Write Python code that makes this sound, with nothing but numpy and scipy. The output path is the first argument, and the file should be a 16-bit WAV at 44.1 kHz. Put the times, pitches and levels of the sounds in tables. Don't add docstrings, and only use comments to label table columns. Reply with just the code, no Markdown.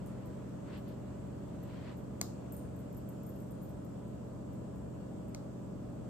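import sys
import numpy as np
from scipy import signal
from scipy.fft import rfft, irfft, next_fast_len
from scipy.io import wavfile
from scipy.ndimage import uniform_filter1d, map_coordinates

SR = 44100
rng = np.random.default_rng(int(sys.argv[2]) if len(sys.argv) > 2 else 0)


def master_out(mix):
    frames = np.transpose(np.atleast_2d(mix))
    ceiling = np.clip(frames, -1, 1)
    pcm = np.round(ceiling * 32767).astype(np.int16)
    wavfile.write(sys.argv[1], SR, pcm)


N = 268569


def amp(db):
    return 10 ** (np.asarray(db) / 20)


def unit(x):
    return x / np.sqrt(np.mean(x ** 2) + 1e-20)


def along(points, hz):
    f, v = np.transpose(points)
    return np.interp(np.log(hz + 1), np.log(f + 1), v)


def sides(lean_db):
    gains = amp(np.array([lean_db, -lean_db]) / 2).reshape(2, -1)
    return gains / np.sqrt(np.mean(gains ** 2, axis=0))


def wobble(rate):
    points = rng.standard_normal(int(N * rate / SR) + 4)
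    return map_coordinates(points, [np.arange(N) * rate / SR])


def filtered(x, response):
    m = next_fast_len(N + SR // 2)
    hz = np.fft.rfftfreq(m, 1 / SR)
    return irfft(rfft(x, m) * response(hz), m)[..., :N]


def add(track, s, sound):
    part = track[..., round(s * SR):][..., :sound.shape[-1]]
    part += sound[..., :part.shape[-1]]


# (frequency [Hz], likeness)
LIKENESS = [(50, 0.5), (100, -0.04), (170, 1.2), (280, 0.7), (450, 0.4), (740, 0.04), (1200, 0.52),
            (2200, 0), (5500, 0), (12000, 0.12)]
# (frequency [Hz], left over right [dB])
NOISE_LEAN = [(60, 0), (160, 3.5), (400, -1), (700, -0.5), (1200, 1), (6000, 0)]


def diffuse(spectrum):
    def mid_and_side_gains(hz):
        turn = np.arccos(np.clip(along(LIKENESS, hz), -1, 1)) / 2
        return amp(along(spectrum, hz)) * np.array([np.cos(turn), np.sin(turn)])

    mid, side = filtered(rng.standard_normal((2, N)), mid_and_side_gains)
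    stereo = np.array([mid + side, mid - side])
    return unit(filtered(stereo, lambda hz: sides(along(NOISE_LEAN, hz))))


def tones(lines, drift_s, spread_hz):
    t = np.arange(N) / SR + drift_s * wobble(1.17)
    out = np.zeros((2, N))
    for hz, db, lean_db in lines:
        apart = rng.choice([-1, 1]) * min((hz / spread_hz) ** 2 + 0.18, 2)
        phase = rng.uniform(0, 2 * np.pi) + np.array([[apart], [-apart]]) / 2
        out += np.sqrt(2) * amp(db) * sides(lean_db) * np.sin(2 * np.pi * hz * t + phase)
    return out


ROTOR_HZ = 11.39
# (multiple of the turning rate, level [dB], left over right [dB])
ROTOR_HARMONICS = [(4, -73, -0.5), (5, -70, 27), (6, -64.5, 22), (7, -59, 15), (8, -63, 6.5), (9, -60, 6.5),
                   (11, -50.5, -1.5), (13, -59, 7), (14, -63.5, 12.5), (15, -55, 4.5), (16, -63, 1),
                   (17, -53, 3), (18, -57.5, -14.5), (19, -84, -1), (20, -57.5, -3), (21, -71.5, 0),
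                   (24, -60.5, 2), (25, -58, -6.5), (26, -71.5, 10), (27, -60.5, -6.5), (29, -63.5, -1),
                   (33, -68, -8), (35, -64.5, -10.5), (39, -71.5, -18)]
# (frequency [Hz], level [dB], left over right [dB])
MOTOR_TONES = [(119.2, -69, 0), (187.6, -68, 11), (219.2, -63.5, -7.5), (239, -59, 4.5), (508.5, -66, -3),
               (571.5, -59.5, -5), (598.6, -66.5, -4.5), (628.5, -61.5, 0.5), (749, -77, 0), (1454, -83, 1)]
# (frequency [Hz], relative level per Hz [dB])
AIR_SPECTRUM = [(20, -17), (36, -12.5), (60, 4), (100, 2), (137, -1.5), (190, 3), (300, -2), (420, -3),
                (600, -6), (740, -11), (1250, -19), (2000, -32), (4000, -62)]


def appliance():
    harmonics = [(round(k) * ROTOR_HZ, db, lean_db) for k, db, lean_db in ROTOR_HARMONICS]
    rotor = tones(harmonics, drift_s=0.00031, spread_hz=1100)
    motor = tones(MOTOR_TONES, drift_s=0.00006, spread_hz=428)
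    throb_db = 0.17 * np.sin(2 * np.pi * ROTOR_HZ * np.arange(N) / SR)
    wander_db = 0.22 * wobble(2.6)
    air = amp(-48.5 + throb_db + wander_db) * diffuse(AIR_SPECTRUM)
    return rotor + motor + air


def patchy(x, depth_db):
    z = signal.stft(x, nperseg=512)[2]
    field = rng.standard_normal(z.shape[1:])
    field = uniform_filter1d(field, size=6, axis=0)
    field = uniform_filter1d(field, size=18, axis=1)
    return unit(signal.istft(z * amp(depth_db * unit(field)), nperseg=512)[1][:, :N])


# (frequency [Hz], relative level per Hz [dB])
HISS_SPECTRUM = [(500, -20), (2500, 8), (4000, 2.5), (6000, 2.5), (7800, 9), (9600, -5), (13500, -3),
                 (15500, -20)]
HISS_START_DB, HISS_FADE_DB_PER_S, HISS_PATCHY_DB = -70.0, 0.12, 1.2


def hiss():
    level_db = HISS_START_DB - HISS_FADE_DB_PER_S * np.arange(N) / SR
    return amp(level_db) * patchy(diffuse(HISS_SPECTRUM), HISS_PATCHY_DB)


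def diffuse_band(centre_hz, width_hz):
    noise = rng.standard_normal((2, N))
    return unit(filtered(noise, lambda hz: 1 / (1 + ((hz - centre_hz) / width_hz) ** 2)))


# (centre [Hz], distance to half gain [Hz], level [dB])
WHINE_BANDS = [(994.5, 6, -72), (1305, 28, -80), (1500, 18, -86), (1680, 22, -85.5), (2830, 35, -88.5),
               (3200, 25, -91), (3420, 40, -90), (4480, 25, -90), (7720, 90, -86), (13000, 180, -91)]


def whines():
    return sum(amp(db) * diffuse_band(hz, width_hz) for hz, width_hz, db in WHINE_BANDS)


# (frequency [Hz], relative level per Hz [dB])
PILE_SPECTRUM = [(300, -26), (900, 4.5), (1900, 2.5), (2400, 0), (2950, 0.5), (3800, -5.5), (4300, -3),
                 (5200, -13), (10000, -34)]
# (start [s], fastest [s], end [s], level before tilt [dB], treble tilt [dB per octave])
RUG_STROKES = [(0.65, 0.725, 0.77, -63.5, -2), (0.715, 0.765, 0.805, -62.5, 2.5),
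               (0.855, 0.885, 0.96, -76.5, 8.5), (1.605, 1.8, 1.96, -65, 1),
               (1.83, 1.905, 1.958, -63.5, -2.5)]
SHUFFLE_DB, SETTLE_DB_PER_S, SHUFFLE_TILT_DB = -68, 2.5, -5


def rug():
    t = np.arange(N) / SR
    catching = amp(0.5 * wobble(45) + 1.2 * wobble(400))
    fidget_db = 0.8 * wobble(9)
    noise = rng.standard_normal(N)
    near = unit(filtered(noise, lambda hz: amp(along(PILE_SPECTRUM, hz))))
    fibres = catching * unit(diffuse(PILE_SPECTRUM) + amp(-4.5) * near)

    def brush(speed, db, tilt_db):
        return filtered(speed * fibres,
                        lambda hz: amp(db + tilt_db * np.log2(np.clip(hz, 500, 5000) / 2000)))

    out = brush(amp(fidget_db - SETTLE_DB_PER_S * t), SHUFFLE_DB, SHUFFLE_TILT_DB)
    for start, fastest, end, db, tilt_db in RUG_STROKES:
        progress = np.interp(t, [start, fastest, end], [0, 1, 0])
        out += brush(np.sin(np.pi / 2 * progress), db, tilt_db)
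    return out


# (frequency [Hz], time to fall 60 dB [s])
ROOM_RING = [(300, 0.4), (2000, 0.22), (5000, 0.37), (9000, 0.49), (15000, 0.2)]
# (frequency [Hz], relative level [dB])
WALL_RETURN = [(300, 7), (1000, 11.5), (3200, 3), (4400, -0.5), (8000, 3.5), (13000, -5)]


def room(x):
    hz, t, z = signal.stft(rng.standard_normal((2, SR // 2)), SR, nperseg=256)
    decay_db = along(WALL_RETURN, hz)[:, None] - 60 * t / along(ROOM_RING, hz)[:, None]
    tail = signal.istft(z * amp(decay_db), SR, nperseg=256)[1]
    tail = tail * (1 - np.exp(-np.arange(tail.shape[1]) / SR / 0.00062))
    return signal.fftconvolve(x, tail / np.linalg.norm(tail[0]), axes=1)[:, :N]


def ring(modes, t, scatter_db):
    out = np.zeros(len(t))
    for hz, db, t60 in modes:
        strength_db = db + rng.normal(0, scatter_db)
        out += amp(strength_db - 60 * t / t60) * np.sin(2 * np.pi * (hz * t + rng.random()))
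    return out


# (time [s], relative level [dB], damping [factor], strength of the low modes [dB])
TAG_TOUCHES = [(0.0615, -42, 5.8, 2), (.2578, -52, 2.5, -4), (.4888, -62, 2.5, 0), (0.7766, -56, 1, -3),
               (.8809, -59, 1.8, -3), (1.4835, -65, 2, -3), (1.6282, -57, 0.79, 0), (1.9699, -59, 0.63, -1),
               (2.522, -43, 0.69, 0), (2.5654, -43, 2, 6), (2.582, -63, 1.3, 0), (2.7616, -58, 0.8, 1),
               (2.79, -60, 0.6, -1), (2.9272, -55, 1.6, 0), (2.9465, -55, 1.3, 2), (2.969, -50.5, 0.95, -4),
               (3.0884, -47, 1.1, -1), (3.265, -46.5, 1, 3), (3.3872, -62, 1.5, 0),
               (3.4036, -55.5, 3.5, 12), (3.468, -63, 1.1, 0), (3.508, -56.5, 1.8, 15),
               (3.6172, -62, 1.5, 15), (3.6915, -55, 1.1, -5), (3.8477, -61, 1.6, 3), (4.081, -63, 3, 3),
               (4.529, -58, 1.8, 4), (4.7586, -59, 2, 0), (5.2834, -55, 2.8, 0)]
REBOUND_S, REBOUND_LOSS_DB = 0.011, 6
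LIFT_S, LIFT_SPREAD_S, CHANCE_DB = 3.4, 0.35, -56


def tag_contacts(count):
    rebounds = []
    for s, db, damping, low_db in TAG_TOUCHES:
        delay_s = REBOUND_S * np.exp(0.42 * rng.standard_normal())
        rebounds.append((s + delay_s, db - REBOUND_LOSS_DB, damping, low_db))
    chance_touches = []
    for when, force, fur in rng.standard_normal((count, 3)):
        s = np.clip(LIFT_S + LIFT_SPREAD_S * when, 0, N / SR)
        chance_touches.append((s, CHANCE_DB + 2 * force, np.exp(0.59 * fur), 0))
    return TAG_TOUCHES + rebounds + chance_touches


# (typical frequency [Hz], typical relative level [dB], undamped time to fall 60 dB [s])
TAG_MODES = [(7550, -15, 0.025), (8960, -12, 0.026), (13020, -3.5, 0.056), (13380, -12, 0.028),
             (14830, -11, 0.055)]


def collar():
    out, t = np.zeros((1, N)), np.arange(SR // 5) / SR
    for s, db, damping, low_db in tag_contacts(count=3):
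        modes = [(hz * (1 + rng.normal(0, 0.004)), level + low_db * (hz < 10000), t60 / damping)
                 for hz, level, t60 in TAG_MODES]
        tick = amp(-2 - 60 * t / 0.011) * rng.standard_normal(len(t))
        onset = 1 - np.exp(-t / 0.00044)
        add(out, s, amp(db - 2.5) * (ring(modes, t, scatter_db=4.0) + tick) * onset)
    out = filtered(out, lambda hz: 1 - 1 / (1 + (hz / 7300) ** 6))
    return out + amp(3.0) * room(out)


# (time [s], relative level [dB], treble tilt [dB per octave],
# lag of the left microphone [s], room level over click level [dB])
HARD_CLICKS = [(2.2131, -20.5, 1, 0.000093, 5.5), (5.347, -35.5, -2, 0.00009, 7.5)]
# (frequency [Hz], typical level before tilt [dB], time to fall 60 dB [s])
PLASTIC_MODES = [(707, -13.5, 0.024), (1084, -16, 0.016), (1490, -17, 0.017), (2154, -12.5, 0.017),
                 (2470, -17.5, 0.013), (3250, -21, 0.009), (4370, 2, 0.0056), (5900, 5, 0.0049),
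                 (6770, -2.5, 0.009), (7900, -1, 0.0052), (8550, -11, .018), (9500, -5.5, 0.0037),
                 (11850, -4.5, 0.0038), (13200, -2, 0.0046)]
# (frequency [Hz], level before tilt [dB])
CRACK_SPECTRUM = [(500, -3), (1400, -2), (2300, -16), (3500, -5.5), (4250, 6), (5400, 0.5), (6500, -1),
                  (8000, -4), (10300, -16), (13500, 6), (16000, -11)]
CONTACT_S, CRACK_DB, CRACK_T60_S = 0.000489, -2, 0.008
ECHO_S, ECHO_DB = 0.0138, -24


def clicks():
    direct, blows, t = np.zeros((2, N)), np.zeros((1, N)), np.arange(SR // 10) / SR
    hz = np.fft.rfftfreq(len(t), 1 / SR)

    def delay(seconds):
        return np.exp(-2j * np.pi * hz * seconds)

    for s, db, tilt_db, lag_s, room_db in HARD_CLICKS:
        def colour_db(f):
            return tilt_db * np.log2(np.maximum(f, 2000) / 4000)

        modes = [(f, level + colour_db(f), t60) for f, level, t60 in PLASTIC_MODES]
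        crack_gain = amp(along(CRACK_SPECTRUM, hz) + colour_db(hz))
        contact = amp(db) * (1 - np.exp(-(t / CONTACT_S) ** 2))
        crack = contact * amp(CRACK_DB - 60 * t / CRACK_T60_S) * rng.standard_normal(len(t))
        click = rfft(contact * ring(modes, t, scatter_db=2.2)) + rfft(crack) * crack_gain
        pair = irfft(click * delay(lag_s * np.array([[1], [0]])))
        add(direct, s, pair[:, :len(t) // 2])
        blow = irfft(crack_gain * delay(2 * CONTACT_S))
        add(blows, s, amp(db + room_db) * blow[:len(t) // 2])
    echo = amp(ECHO_DB) * filtered(direct, lambda f: np.exp(-2j * np.pi * f * ECHO_S))
    return direct * sides(2.3) + echo + room(blows + amp(-29) * direct[:1])


def scene():
    return appliance() + hiss() + whines() + rug() + collar() + clicks()


TOP_HZ = 15300


def record(dry):
    return filtered(dry, lambda hz: 1 / np.sqrt(1 + (hz / TOP_HZ) ** 100))


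dry = scene()
out = record(dry)
master_out(out)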